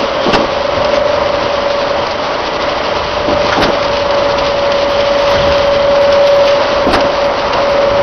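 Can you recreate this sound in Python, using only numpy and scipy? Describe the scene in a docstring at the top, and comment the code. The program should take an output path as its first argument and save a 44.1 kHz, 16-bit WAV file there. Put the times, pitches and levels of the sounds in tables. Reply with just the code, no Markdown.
"""A diesel concrete pump runs steadily some way off on an open building site, heard beside its steel pipe.
Neighbouring shaft orders whine near 570 Hz and throb once a turn over a broad roar and ringing panels. Every
3.3 s a stroke clacks the valve, knocks the pipe and shoves a rasping slug of concrete through; in between, grit
scrapes and stones tick. A light breeze rumbles on the microphone, whose narrow-band input overloads on the
strokes; now and then a faint, brief sizzle flickers in the top treble."""
import sys
import numpy as np
from scipy import signal
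from scipy.fft import rfft, irfft
from scipy.io import wavfile
from scipy.ndimage import map_coordinates

SR = 44100
rng = np.random.default_rng(int(sys.argv[2]) if len(sys.argv) > 2 else 0)


def digitize_waveform(pressure):
    """Quantize a signal to 16-bit integers and store it at the path in sys.argv[1].

    Rows of a 2-D input are taken as channels; values are limited to [-1, 1].
    """
    field = np.atleast_2d(pressure).T
    bounded = np.clip(field, -1, 1)
    quanta = np.round(bounded * 32767).astype(np.int16)
    wavfile.write(sys.argv[1], SR, quanta)


N = 353682
TIME = np.arange(N) / SR

# Engine speed in shaft turns a second (t/s, f/Hz)
SHAFT_SPEED = [(0, 24.68), (1, 24.65), (1.7, 24.64), (2.5, 24.645), (4.1, 24.71), (5, 24.69), (6, 24.705),
               (6.9, 24.68), (8.02, 24.73)]
# Fader ride of the whine's main tone as the air carries it over (t/s, level/dB); all levels are relative
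WHINE_RIDE = [(0, -23.5), (0.32, -29.5), (0.4, -15), (0.48, -29), (0.6, -20), (1.08, -17.5), (1.48, -20),
              (1.66, -16), (1.96, -18), (2.2, -36), (2.56, -24.5), (2.68, -19.5), (2.84, -33),
              (2.92, -19.5), (3.08, -36), (3.16, -24), (3.62, -21), (3.7, -19), (4.2, -15.5), (4.8, -16),
              (5.2, -13), (5.45, -12.5), (5.7, -12), (6.36, -9), (6.56, -11.5), (6.64, -20.5), (6.8, -15),
              (6.92, -26), (7.08, -12.5), (7.16, -21.5), (7.26, -12), (7.36, -25), (7.52, -23),
              (7.6, -15.5), (8.02, -12.5)]
# Rides of the tones one shaft order either side (t/s, lower level/dB, upper level/dB)
SIDE_RIDES = [(0, -26, -27), (0.22, -21, -23), (0.4, -30, -28), (0.55, -24, -24.5), (0.72, -23, -22),
              (0.98, -18, -14.5), (1.3, -26.5, -20), (1.42, -35, -22), (1.72, -38, -21), (1.95, -38, -26.5),
              (2.25, -37, -22), (2.6, -37, -27.5), (3.1, -36.5, -24), (3.4, -36, -16.5), (3.6, -44, -25),
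              (3.72, -41, -20), (4.05, -32, -23.5), (4.35, -34, -30), (4.68, -22.5, -39), (4.87, -31, -26),
              (5.2, -25.5, -30.5), (5.45, -25, -30), (5.6, -23, -24.5), (6.1, -18.5, -32),
              (6.27, -22.5, -25.5), (6.45, -19, -24.5), (6.72, -26, -19), (6.92, -19, -24),
              (7.05, -28, -20), (7.2, -21, -25), (7.36, -30, -32), (7.65, -19.5, -27), (7.88, -16.5, -39.5),
              (8.02, -27, -36)]
# Weaker engine tones (multiple of the shaft rate, level/dB)
WEAK_TONES = [(2, -42), (11, -39.5), (18.3, -33.5), (21, -38), (46, -33)]
# Colour of combustion and fan noise (f/Hz, level/dB)
ROAR_EQ = [(60, -13), (170, -8), (240, -4.5), (290, -3), (370, -1.5), (480, 1), (620, 4), (760, -0.5),
           (950, 3), (1130, 0), (1400, -4), (1700, -9.5), (2050, -9), (5000, -34.5)]
# Resonances of the steel panels (f/Hz, width/Hz, level/dB)
PANEL_MODES = [(1980, 130, -37.5), (2960, 45, -39.5), (3173, 190, -36.5)]
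# How hard the panels rattle (t/s, level/dB)
RATTLE_RIDE = [(0, 2), (1, -0.5), (2.5, 2), (3.6, 0.5), (4.5, -1.5), (4.9, 5), (5.6, 6.5), (5.9, 1),
               (6.6, -1), (8.02, -3)]
# Pump stroke cues (t/s, crunch level/dB, rasp level/dB, clack level/dB)
STROKE_CUES = [(0.331, -8, -7.5, -7.5), (3.618, -16, -9, -14.5), (6.93, -7, -8.5, -13)]
# Low crunch of a shoved slug (f/Hz, level/dB)
CRUNCH_EQ = [(150, -1), (450, -2), (750, 2.5), (1150, 0.5), (1500, -6), (2200, -34)]
# Bright rasp on top of it (f/Hz, level/dB)
RASP_EQ = [(600, 4.5), (1500, 4.5), (2100, -1), (2700, -1), (3800, -2), (5100, -0.5), (6500, -25)]
# Ring of the steel valve (f/Hz, level/dB, t60/s)
VALVE_MODES = [(1115, -14.5, 0.07), (1516, 2, 0.066), (2680, 1.5, 0.08), (2940, -2, 0.06),
               (4900, -7, 0.031)]
# Pipe knocks, clustered round the strokes (t/s, level/dB)
KNOCK_CUES = [(0.01, -10.5), (0.262, -5), (0.283, -6.5), (0.33, -7), (0.362, -12), (0.385, -9.5),
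              (0.418, -12), (0.94, -16), (1.425, -19), (3.278, -6), (3.312, -11.5), (3.436, -15),
              (3.574, -5.5), (3.598, -6.5), (3.652, -8), (3.682, -8), (4.875, -17), (5.47, -13),
              (6.866, -6), (6.882, -9), (6.93, -14), (6.966, -7.5), (7.04, -9.5)]
# Ring of the filled pipe (f/Hz, level/dB, t60/s)
PIPE_MODES = [(163.6, -15, 0.11), (220, -4.5, 0.1), (275.2, 1, 0.14), (341.7, -2, 0.14), (434, -0.5, 0.085),
              (550, -11, 0.084)]
# Thud of the pipe's supports (f/Hz, level/dB)
SUPPORT_EQ = [(60, -21), (150, -9), (240, -2.5), (380, -0.5), (600, 0.5), (1200, -6.5), (2500, -31.5)]
# Stray slugs scraping through (middle t/s, length/s, resonance f/Hz, width/Hz, level/dB)
SLUG_CUES = [(0.95, 0.05, 2050, 300, -20), (0.955, 0.08, 1000, 300, -18), (3.48, 0.095, 980, 300, -17.5),
             (3.533, 0.041, 1380, 220, -12), (3.529, 0.025, 950, 250, -14), (3.58, 0.024, 780, 220, -16),
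             (3.67, 0.062, 1050, 500, -19), (5.3, 0.31, 1080, 500, -20.5), (6.486, 0.066, 2900, 850, -22.5),
             (6.62, 0.053, 1200, 400, -23)]
# Stones hitting the pipe wall (t/s, level/dB, f/Hz)
STONE_CUES = [(0.846, -6.5, 2680), (0.9577, -11, 2060), (1.707, -14, 3520), (2.0662, -11.5, 4560),
              (2.1091, -10, 4220), (3.4461, -13, 4060), (3.4655, -12, 2320), (3.5245, -5.5, 2880),
              (3.8267, -8, 2100), (3.8467, -13, 4370), (3.9676, -7.5, 2970), (4.1061, -8, 2870),
              (4.1434, -12, 4370), (4.3846, -6.5, 2980), (4.4634, -9, 3290), (4.7187, -6.5, 3100),
              (5.005, -7.5, 3280), (5.2764, -10, 2980), (5.3133, -12, 3080), (5.5217, -7.5, 3110),
              (5.58, -7.5, 3140), (6.1243, -5, 3110), (6.2724, -10, 2060), (6.4752, -7, 2690),
              (6.5086, -12, 3160), (7.006, -5.5, 2870), (7.5323, -5, 2830)]
# Crack of a stone (f/Hz, level/dB)
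STONE_EQ = [(600, -8), (1500, 2), (2900, 5), (3800, -0.5), (4900, 9), (6300, -10.5)]
# Scrape of sand and gravel (f/Hz, level/dB)
GRIT_EQ = [(900, -9.5), (1600, -5), (2020, -4.5), (2450, -0.5), (2800, 1.5), (3080, 0.5), (3500, -1.5),
           (3900, -2), (4700, -1), (5200, -5), (5800, -8.5), (6500, -31.5)]
# How hard the grit scrapes as the flow changes (t/s, level/dB)
FLOW_RIDE = [(0, -25.5), (0.7, -27.5), (1.15, -27), (1.7, -26), (2.4, -27.5), (2.75, -25), (3.2, -26.5),
             (3.6, -24.5), (4.3, -25.5), (5.1, -25), (5.42, -23.5), (5.92, -26.5), (6.3, -22.5),
             (6.8, -26.5), (8.02, -26)]
# Wind rumble on the microphone (f/Hz, level/dB)
WIND_EQ = [(15, -13.5), (30, -5), (45, -1.5), (70, 1.5), (120, -3.5), (220, -7), (500, -31)]
# Bed of breeze (t/s, level/dB)
BREEZE_RIDE = [(0, -36), (1.2, -31.5), (2.45, -39), (2.8, -33.5), (4, -30), (4.7, -35), (8.02, -31.5)]
# Gusts (middle t/s, length/s, level/dB)
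GUST_CUES = [(0.79, 0.14, -36), (3.36, 0.21, -29.5), (3.65, 0.18, -30), (4.25, 0.27, -35.5),
             (5.44, 0.23, -26), (5.68, 0.35, -26.5), (6.92, 0.1, -27), (7.96, 0.1, -30.5)]
# Brief sizzles in the top treble (middle t/s, centre f/Hz, level/dB)
SIZZLE_CUES = [(0.345, 6360, -38), (3.625, 10500, -40.5), (3.695, 11000, -56), (4.91, 11500, -52),
               (5.165, 12000, -60), (5.21, 10500, -53), (5.31, 11500, -45.5), (5.485, 13000, -54),
               (5.58, 13500, -53), (5.675, 12000, -55), (5.77, 12500, -62), (6.025, 11000, -50),
               (6.13, 10500, -54), (6.28, 11500, -48), (6.36, 13000, -49), (6.47, 12000, -50),
               (6.875, 13000, -53), (6.94, 9000, -36), (7.26, 11000, -54), (7.705, 10300, -53)]


def shaft_angle(first_throb_s=0.005583):
    """The engine's clock: shaft angle in radians, one full turn per throb."""
    shaft_hz, = curves(SHAFT_SPEED)
    return 2 * np.pi * (np.cumsum(shaft_hz) / SR - shaft_hz[0] * first_throb_s)


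def whine(angle, slip_hz=0.06, in_step_s=1.3):
    """Three neighbouring shaft orders beat into one throb a turn, with weaker tones around them."""
    centre_db, = curves(WHINE_RIDE)
    lower_db, upper_db = curves(SIDE_RIDES)
    # the lowest slowly slips out of step, so the hard throb softens to a warble
    slip = 2 * np.pi * slip_hz * (TIME - in_step_s)
    orders = [(22 * angle + slip, lower_db), (23 * angle, centre_db + 1), (24 * angle, upper_db + 0.5)]
    strong = sum(undb(db) * airborne_tone(phase, scatter=0.06) for phase, db in orders)
    weak = sum(undb(db) * airborne_tone(multiple * angle, scatter=0.41) for multiple, db in WEAK_TONES)
    return strong + weak


def roar(angle, start_db=-17, rise_db_per_s=0.2928, throb=0.062, waver_db=0.68):
    """Combustion and fan noise builds slowly and swells a little on every turn of the shaft."""
    level_db = start_db + rise_db_per_s * TIME + waver_db * drift(12)
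    return noise(ROAR_EQ) * (1 + throb * np.cos(angle)) * undb(level_db)


def panels(angle, throb=0.24, waver_db=2.5):
    """The machine's steel panels ring, shaken on every turn and for a while rattling harder."""
    rattle_db, = curves(RATTLE_RIDE)
    ring = sum(undb(db + waver_db * drift(5)) * resonance(hz, width) for hz, width, db in PANEL_MODES)
    return ring * undb(rattle_db) * (1 + throb * np.cos(angle))


def strokes(attack_s=0.0024, hold_s=0.024, release_s=0.0091, grain_db=-0.5):
    """The valve clacks over and a slug is shoved through: a short, hard crunch with a rasp on top."""
    crunch, rasp = noise(CRUNCH_EQ), noise(RASP_EQ)
    slug = np.zeros(N)
    for s, crunch_db, rasp_db, _ in STROKE_CUES:
        age = np.maximum(TIME - s, 0)
        shove = (1 - np.exp(-age / attack_s)) * np.exp(-np.maximum(age - hold_s, 0) / release_s)
        slug += shove * (undb(crunch_db) * crunch + undb(rasp_db) * rasp)
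    clack_cues = [(s, db) for s, _, _, db in STROKE_CUES]
    clack = struck(clack_cues, VALVE_MODES, attack_s, detune=0.008)
    return slug * undb(grain_db * drift(220)) + clack


def knocks(gain_db=-4, attack_s=0.0025):
    """Knocks ring the damped pipe, a little differently as its filling shifts, and rattle its supports."""
    ring = struck(KNOCK_CUES, PIPE_MODES, attack_s, detune=0.028)
    rattle = hits(KNOCK_CUES, attack_s, decay_s=0.028) * noise(SUPPORT_EQ)
    return undb(gain_db) * (ring + rattle)


def slugs(grain_db=2):
    """Wet gravel scrapes along the steel in hollow, grainy swells."""
    scrapes = sum(swells([(s, length, db)]) * resonance(hz, width)
                  for s, length, hz, width, db in SLUG_CUES)
    return scrapes * undb(grain_db * drift(220))


def stones(crack_db=-7.5, ring_db=-9, attack_s=0.0007, decay_s=0.0071):
    """Larger stones tick on the pipe wall, short and dry, each with a pitch of its own."""
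    crack = hits([(s, db) for s, db, _ in STONE_CUES], attack_s, decay_s) * noise(STONE_EQ)
    ring = sum(hits([(s, db)], attack_s, decay_s) * resonance(hz, width_hz=500)
               for s, db, hz in STONE_CUES)
    return undb(crack_db) * crack + undb(ring_db) * ring


def grit(gain_db=1, surge_db=1.5, grain_db=1.5):
    """Sand and gravel scrape through the pipe in uneven, grainy surges."""
    flow_db, = curves(FLOW_RIDE)
    return noise(GRIT_EQ) * undb(flow_db + gain_db + surge_db * drift(32) + grain_db * drift(500))


def wind(flutter_db=2):
    """A light, fluttering breeze rumbles on the microphone and now and then gusts."""
    breeze_db, = curves(BREEZE_RIDE)
    strength = undb(breeze_db) + swells(GUST_CUES)
    return strength * undb(flutter_db * drift(7)) * noise(WIND_EQ)


def sizzle(length_s=0.037, grain_db=1, skirt_ratio=1.49, skirt_db=-14):
    """Faint, short sizzles in the top treble, now duller, now brighter."""
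    bursts = np.zeros(N)
    for s, hz, db in SIZZLE_CUES:
        eq = [(hz / 4, 4 * skirt_db), (hz / skirt_ratio, skirt_db), (hz, 0),
              (hz * skirt_ratio, skirt_db), (hz * 2, 3 * skirt_db)]
        bursts += swells([(s, length_s, db)]) * noise(eq)
    return bursts * undb(grain_db * drift(400))


def airborne_tone(phase, scatter):
    """A tone of rms 1 heard through moving air: a direct wave plus a part scattered on the way."""
    air = (1 + scatter * (drift(13) + 1j * drift(12))) / np.sqrt(1 + 2 * scatter ** 2)
    return np.sqrt(2) * np.real(air * np.exp(1j * phase))


def struck(cues, modes, attack_s, detune):
    """Hits (t/s, level/dB) ring modes (f/Hz, level/dB, t60/s), with fresh tuning and phase each time."""
    ring = np.zeros(N)
    hz, mode_db, t60 = np.transpose(modes)[:, :, None]
    age = np.arange(SR // 4) / SR
    decay = np.exp(-np.log(1000) * age / t60)
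    for (s, db), chance in zip(cues, rng.standard_normal((len(cues), len(modes), 2))):
        tuning, phase = 1 + detune * chance[:, :1], chance[:, 1:]
        waves = np.sin(2 * np.pi * (hz * tuning * age + phase))
        hit = np.sum(undb(db + mode_db) * waves * decay, axis=0)
        start = int(s * SR)
        ring[start:start + len(age)] += hit * (1 - np.exp(-age / attack_s))
    return ring


def hits(cues, attack_s, decay_s):
    """Percussive envelope: each cue (t/s, level/dB) rises quickly and dies away."""
    envelope = np.zeros(N)
    for s, db in cues:
        age = np.maximum(TIME - s, 0)
        envelope += undb(db) * (1 - np.exp(-age / attack_s)) * np.exp(-age / decay_s)
    return envelope


def swells(cues):
    """Envelope of smooth swells (middle t/s, length/s, level/dB)."""
    return sum(undb(db) * np.exp(-(2 * (TIME - s) / length) ** 2) for s, length, db in cues)


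def noise(eq):
    """Noise of rms 1 coloured by an EQ curve (f/Hz, level/dB), rolling off above the last point."""
    hz, db = np.transpose(eq)
    bin_hz = np.maximum(np.arange(N // 2 + 1) * SR / N, 1)
    gain = undb(np.interp(np.log(bin_hz), np.log(hz), db))
    roll_off = np.minimum(hz[-1] / bin_hz, 1) ** 2
    x = irfft(rfft(rng.standard_normal(N)) * gain * roll_off, N)
    return x / x.std()


def resonance(hz, width_hz):
    """Noise of rms 1 ringing in one resonance."""
    x = signal.lfilter(*signal.iirpeak(hz, hz / width_hz, fs=SR), rng.standard_normal(N))
    return x / x.std()


def drift(rate):
    """Smooth random modulation of spread 1 that changes about rate times a second."""
    x = map_coordinates(rng.standard_normal(8192), [TIME * rate], order=3, mode="wrap")
    return x / x.std()


def curves(table):
    """One automation curve for each value column of a table (t/s, value, ..)."""
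    s, *columns = np.transpose(table)
    return [np.interp(TIME, s, column) for column in columns]


def low_pass(x, hz):
    """A steep, zero-phase cut of everything above hz."""
    return signal.sosfiltfilt(signal.ellip(7, 0.1, 45, hz, fs=SR, output="sos"), x)


def undb(db):
    """Decibels to gain."""
    return 10 ** (np.asarray(db) / 20)


def scene():
    """Machine, pipe and wind meet at one microphone, which feeds both channels."""
    angle = shaft_angle()
    machine = whine(angle) + roar(angle) + panels(angle)
    pipe = grit() + stones() + knocks() + strokes() + slugs()
    mono = machine + pipe + wind()
    return np.array([mono, mono])


def record(dry, ceiling=0.83, knee=4, band_hz=6250, top_hz=15800):
    """The narrow-band input soft-clips the peaks; only a faint sizzle lies above its band."""
    rounded = dry / (1 + np.abs(dry / ceiling) ** knee) ** (1 / knee)
    return low_pass(low_pass(rounded, band_hz) + sizzle(), top_hz)


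dry = scene()
out = record(dry)
digitize_waveform(out)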